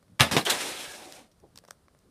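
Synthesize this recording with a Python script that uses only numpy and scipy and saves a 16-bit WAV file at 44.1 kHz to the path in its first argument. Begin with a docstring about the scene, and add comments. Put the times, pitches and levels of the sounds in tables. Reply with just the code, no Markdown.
"""Over quiet outdoor air come two faint ticks and a soft bump. A full plastic bottle then hits the
paving of a walled patio, bursts and bounces: the shell buckles at each blow, the hard blows excite
its modes, and the water thumps inside. It skids away, scraping and gurgling, while sheets of water
slap the stone and a spray of drops dies as the bottle stops. Small ticks and soft bumps follow."""
import sys
import numpy as np
from scipy import signal
from scipy.fft import rfft, irfft
from scipy.io import wavfile

SR = 44100
rng = np.random.default_rng(int(sys.argv[2]) if len(sys.argv) > 2 else 0)


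def transcribe(u):
    """Save the signal u as a 16-bit wav file named by the first command-line argument.

    u: samples, shape (n,) or (channels, n), limited to [-1, 1]; the rate is SR.
    q: integer samples, one column per channel.
    """
    v = np.clip(np.atleast_2d(u).T, -1, 1)
    q = np.round(v * 32767).astype(np.int16)
    wavfile.write(sys.argv[1], SR, q)


N = 92610
T, HZ = np.arange(N) / SR, np.fft.rfftfreq(N, 1 / SR)


def amp(db):
    """Amplitude grows tenfold for every 20 dB."""
    return 10 ** (np.asarray(db) / 20)


def unit(x):
    """Normalisation to an rms of one."""
    return x / np.sqrt(np.mean(x ** 2) + 1e-20)


def read(points, hz=HZ):
    """Interpolation on a logarithmic frequency axis."""
    f, value = np.transpose(points)
    return np.interp(np.log(hz + 1), np.log(f), value)


def colour(x, gain):
    """A minimum-phase filter shapes the spectrum and conserves the power of white noise."""
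    cepstrum = irfft(np.log(np.maximum(unit(gain), 1e-5)), N)
    cepstrum[1:N // 2] *= 2
    cepstrum[N // 2 + 1:] = 0
    return irfft(rfft(x) * np.exp(rfft(cepstrum)), N)


def tilted(points, bass_db, treble_db, bass_hz=443.5, treble_hz=4500):
    """Bass and treble shelves tilt a spectrum."""
    bass = bass_db / (1 + (HZ / bass_hz) ** 2)
    treble = treble_db / (1 + (treble_hz / (HZ + 1)) ** 2)
    return amp(read(points) + bass + treble)


def wobble(top_hz):
    """Low-passed noise gives a slow fluctuation with an rms of one."""
    return unit(irfft(rfft(rng.standard_normal(N)) / (1 + (HZ / top_hz) ** 4), N))


def grains(per_s, spread_db):
    """Shot noise: independent impulses of uneven size."""
    size = amp(spread_db * np.minimum(rng.exponential(1, N), 4))
    return unit(size * rng.choice([-1, 1], N) * (rng.random(N) < per_s / SR))


def burst(x, start, rise, fade):
    """A transient of linear rise and exponential decay, whose envelope sets its energy."""
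    age = np.maximum(T - start, 0)
    shape = np.minimum(age / rise, 1) * np.exp(-np.maximum(age - rise, 0) / fade)
    return unit(x * shape) * np.sqrt(np.mean(shape ** 2))


def ring(start, hz, t60, rise, turn=0):
    """A damped mode is a sinusoid that falls 60 dB in t60 seconds."""
    age = np.maximum(T - start, 0)
    return np.minimum(age / rise, 1) * amp(-60 * age / t60) * np.sin(2 * np.pi * (hz * age + turn))


def air(level_db=-65, sway_db=-0.5, sway_hz=12):
    """Outdoor background is broadband noise under slight amplitude modulation."""
    # Each row: frequency in Hz, spectral density of the air in dB.
    spectrum = [(25, -8), (70, -5.5), (110, -6), (190, -4.5), (330, -13), (480, -12), (800, -20),
                (1200, -21), (2500, -30.5), (4500, -28), (7000, -33), (9300, -29), (15500, -42.5)]
    return amp(level_db + sway_db * wobble(sway_hz)) * colour(rng.standard_normal(N), amp(read(spectrum)))


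def ticks(swell_s=0.00084, snap_crackle_db=-1, knock_crackle_db=-6, sharp_s=0.00095):
    """An impulse and a crackle excite a bright snap and a hollow knock; short ticks click hardest."""
    # Each row: time in seconds, crackle fade in seconds, snap level in dB, knock level in dB.
    events = [(.028, 0.0031, -41, -31), (0.082, .002, -52, -37), (1.1242, 0.00067, -19, -39),
              (1.126, 0.0069, -32, -55), (1.315, 0.012, -38.5, -52), (1.401, .002, -40.5, -49),
              (1.559, 0.0012, -26, -34.5), (1.565, .008, -38, -55), (1.5758, 0.001, -22.5, -28),
              (1.5794, 0.0013, -34, -32), (1.5876, .0005, -23.5, -38), (1.639, 0.0027, -37.5, -25),
              (1.6512, .001, -33, -27.5), (1.679, 0.011, -32, -30), (1.686, 0.0017, -43, -22),
              (1.709, 0.00084, -16, -13.5), (1.883, 0.0011, -55, -27.5), (1.9491, 0.00084, -48.5, -34),
              (1.99, 0.0011, -40, -48)]
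    # Each row of both spectra: frequency in Hz, spectral density in dB.
    snap_spectrum = [(300, -6), (2000, 5), (3800, 5), (5600, 11.5), (7200, 3), (9000, 5.5), (10500, -5.5),
                     (12200, -1), (15500, -10)]
    knock_spectrum = [(60, -32), (250, -8), (560, 5.5), (800, -2.5), (1100, 2.5), (2000, -3), (2800, -12.5),
                      (6000, -12.5), (15000, -73)]
    snap, knock = np.zeros((2, N))
    for s, fade, snap_db, knock_db in events:
        crackle = rng.standard_normal(N) * np.exp(-abs(T - s) / np.where(T < s, swell_s, fade))
        crackle /= np.linalg.norm(crackle)
        click = (np.arange(N) == round(s * SR)) * np.exp(-fade / sharp_s)
        snap += amp(snap_db) * (click + amp(snap_crackle_db) * crackle)
        knock += amp(knock_db) * (click + amp(knock_crackle_db) * crackle)
    return colour(snap, amp(read(snap_spectrum))) + colour(knock, amp(read(knock_spectrum)))


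def patio(x, echo_db, delay_s=.006):
    """Reverberation: scattered reflections from wall, fence and paving follow the direct sound."""
    # Each row: frequency in Hz, reverberation time in seconds.
    decay_times = [(100, 0.073), (500, 0.13), (2000, 0.067), (6000, 0.07), (14000, 0.13)]
    reflections = rng.choice([-1., 1.], SR // 2) * (rng.random(SR // 2) < .1)
    hz, t, bands = signal.stft(reflections, SR, nperseg=256)
    tail = signal.istft(bands * amp(-60 * t / read(decay_times, hz)[:, None]), SR, nperseg=256)[1]
    response = np.pad(tail / np.linalg.norm(tail), (round(delay_s * SR), 0))
    return x + amp(echo_db) * signal.fftconvolve(x, response)[:N]


def bumps(low_hz=60):
    """Noise bursts confined to low frequencies sound soft and dull."""
    # Each row: start, rise and fade in seconds, level in dB, upper cutoff in Hz.
    events = [(.08, .04, 0.045, -56, 261.8), (.86, .01, 0.015, -51.5, 119),
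              (1.38, 0.012, 0.036, -58.5, 110), (1.426, 0.004, 0.033, -52, 800),
              (1.52, 0.027, 0.019, -55, 258), (2.029, 0.034, .05, -61, 420)]
    out = np.zeros(N)
    for s, rise, fade, db, top_hz in events:
        passband = 1 / (1 + (HZ / top_hz) ** 6) / (1 + (low_hz / (HZ + 1)) ** 4)
        out += amp(db) * colour(burst(rng.standard_normal(N), s, rise, fade), passband)
    return out


def crumples(snaps_per_s=9000, spread_db=2):
    """Buckling: each blow releases a volley of snaps in the plastic, echoed from a new spot."""
    # Each row: start, rise and fade in seconds, then level, bass shelf and treble shelf in dB.
    blows = [(0.1932, 0.0009, 0.018, -29.5, -10.5, -5.5), (.1985, 0.00017, 0.0036, -15.5, -12, -1),
             (.202, 0.0026, 0.036, -20, -1, -4.5), (0.2069, 0.00041, 0.0015, -2.5, -12, -2),
             (.3123, 0.00057, 0.02, -24.5, -0.5, 5), (.321, 0.002, 0.042, -26.5, 12.5, 7),
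             (.3655, 0.00085, 0.0096, -14.5, 2, -4), (.378, 0.0022, 0.019, -27, 4.5, 5.5)]
    # Each row: frequency in Hz, spectral density of the crumpling in dB.
    spectrum = [(40, -27), (90, -11), (230, 4), (370, -5.5), (800, 0), (1200, -3.5), (1450, -4.5),
                (2400, -4), (3600, -5), (4400, -9), (5200, -7.5), (6600, -16), (9000, -15), (12000, -22.5),
                (15500, -32)]
    out = np.zeros(N)
    for s, rise, fade, db, bass, treble in blows:
        snaps = burst(grains(snaps_per_s, spread_db), s, rise, fade)
        out += amp(db) * patio(colour(snaps, tilted(spectrum, bass, treble)), echo_db=-2)
    return out


def thumps():
    """The mass of the water lands and drives low, damped oscillations."""
    # Each row: start in seconds, frequency in Hz, level in dB, rise and t60 in seconds.
    landings = [(0.204, 128.5, -12.5, 0.0042, 0.089), (0.209, 83.6, -30, .004, 0.3),
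                (0.32, 130, -21, .004, 0.056), (.335, 237, -19.5, .006, 0.081),
                (0.368, 207.5, -30, .004, 0.15), (0.35, 400, -23, 0.0014, .07)]
    return sum(amp(db) * ring(s, hz, t60, rise) for s, hz, db, rise, t60 in landings)


def shell(rise_s=0.0017):
    """Hard blows excite the normal modes of the bottle, which lie lower once it has split."""
    # Each row: frequency in Hz, relative level in dB, t60 in seconds.
    modes = [(251, -1, .23), (382, -6, .2), (502, 0, .2), (735, -1, .16), (855, 0, .16), (1006, -3, .17),
             (1055, -3, .16), (1270, 1, .17), (1717, 4, .16), (1863, -4, .18), (2169, -4, .17),
             (2548, -1, .16), (2802, -2, .16), (2997, -2, .12)]
    # Each row: start in seconds, level in dB, ratio applied to the mode frequencies.
    hard_blows = [(.207, -28, 1), (.322, -42, .948), (.366, -36, .948)]
    return sum(amp(blow_db + db) * ring(s, hz * ratio, t60, rise_s, rng.random())
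               for s, blow_db, ratio in hard_blows for hz, db, t60 in modes)


def scrapes():
    """Friction and gurgling drive resonances, each heard as a swell of narrow-band noise."""
    # Each row: peak time and half length in seconds, centre and bandwidth in Hz, level in dB.
    swells = [(0.414, 0.0029, 4000, 600, -35.5), (.458, 0.0036, 3000, 990, -35),
              (0.468, .003, 3150, 710, -24), (0.477, 0.011, 395, 110, -34), (.472, 0.012, 695, 65, -35.5),
              (0.508, 0.009, 3830, 900, -28.5), (0.523, .003, 3600, 602, -27), (0.66, 0.02, 3500, 600, -43),
              (0.685, 0.046, 345.6, 151.2, -46), (0.806, 0.054, 3260, 700, -47),
              (0.923, 0.054, 1660, 164, -51.5), (1.069, 0.032, 323, 121, -52.5),
              (1.05, 0.13, 614, 70, -61.5), (1.083, 0.094, 744.8, 70, -58), (1.238, 0.027, 265, 101, -60.5),
              (1.446, 0.013, 393, 198, -59), (1.44, .012, 770, 200, -64.5)]
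    out = np.zeros(N)
    for s, half, hz, width, db in swells:
        shape = np.exp(-((T - s) / half) ** 2 / 2)
        band = irfft(rfft(rng.standard_normal(N)) / (1 + (2 * (HZ - hz) / width) ** 4), N)
        out += amp(db) * unit(band * shape) * np.sqrt(np.mean(shape ** 2))
    return out


def slaps(drops_per_s=12000, spread_db=3):
    """A sheet of water strikes the stone as many drop impacts that merge into one burst."""
    # Each row: start, rise and fade in seconds, then level, bass shelf and treble shelf in dB.
    sheets = [(0.45, 0.002, 0.047, -32.5, -12, 15.5), (0.458, 0.013, 0.093, -27.5, -1.5, -11),
              (0.4957, 0.006, 0.017, -20, -33, 13.5), (0.518, 0.0034, 0.028, -38, 9, -34)]
    # Each row: frequency in Hz, spectral density of a slap in dB.
    spectrum = [(60, -16.5), (170, -11.5), (240, -4.5), (400, -4.5), (560, 0.5), (800, 3), (1250, 2),
                (1700, 4.5), (2600, -1), (3600, 2.5), (5000, -3), (6500, -4.5), (9000, -6), (12000, -14),
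                (15500, -21)]
    out = np.zeros(N)
    for s, rise, fade, db, bass, treble in sheets:
        drops = burst(grains(drops_per_s, spread_db), s, rise, fade)
        out += amp(db) * colour(drops, tilted(spectrum, bass, treble))
    return out


def spray(drops_per_s=12000, spread_db=1.5, clump_db=1.0, clump_hz=45, split_hz=(1200, 5000)):
    """Fine drops on the stone add up to shot noise, which comes in clumps and fades as the bottle slows."""
    # Each row: time in seconds, then relative levels of the low, middle and high bands in dB.
    contour = [(0.498, -35.5, -28.5, -60), (.545, -34, -38.5, -38), (.592, -47.5, -42, -38.5),
               (0.616, -39.5, -30.5, -35), (0.644, -43, -41.5, -39.5), (.695, -42, -37, -38.5),
               (.745, -48, -42, -45), (.835, -45.5, -41.5, -42.5), (0.869, -51, -44.5, -48),
               (.99, -51, -50, -50.5), (1.042, -49, -51, -53.5), (1.1, -55, -55, -56.5),
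               (1.16, -54, -54, -53), (1.21, -55.5, -59, -62), (1.256, -69, -67, -72),
               (1.3, -82.5, -88.5, -82)]
    # Each row: frequency in Hz, spectral density of the spray in dB.
    spectrum = [(35, -54.5), (60, -13), (201, -4), (242, 0), (385, 1), (572, 4.5), (657, -0.5), (721, 3),
                (1260, -5), (1630, -5), (2050, -4.5), (2310, -3), (3050, -5.5), (3840, -3.5), (4420, -6.5),
                (7200, -12), (9300, -10.5), (14500, -25), (15500, -37)]
    times, *levels = np.transpose(contour)
    drops = rfft(grains(drops_per_s, spread_db)) * amp(read(spectrum))
    band = np.digitize(HZ, split_hz)
    out = np.zeros(N)
    for k, db in enumerate(levels):
        envelope_db = np.interp(T, times, db, left=-120, right=-120) + clump_db * wobble(clump_hz)
        out += unit(irfft(drops * (band == k), N)) * amp(envelope_db)
    return out


def scene(spray_db=-1):
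    """The sources superpose in one channel; the ticks, being close, carry little reverberation."""
    water = patio(slaps() + amp(spray_db) * spray(), echo_db=-10.5)
    near = patio(ticks(), echo_db=-17.5)
    return (crumples() + thumps() + shell() + scrapes() + water + near + bumps() + air())[None]


def record(dry, low_cut_hz=24, knee=.5, ceiling=.85, top_hz=15500):
    """The microphone cuts the lowest bass, saturates softly above the knee and limits the bandwidth."""
    thinned = signal.sosfilt(signal.butter(2, low_cut_hz, "highpass", fs=SR, output="sos"), dry)
    linear = np.clip(thinned, -knee, knee)
    limited = linear + (ceiling - knee) * np.tanh((thinned - linear) / (ceiling - knee))
    lowpass = signal.firwin(511, top_hz, window=("kaiser", 9), fs=SR)
    return signal.oaconvolve(limited, lowpass[None], "same")


dry = scene()
out = record(dry)
transcribe(out)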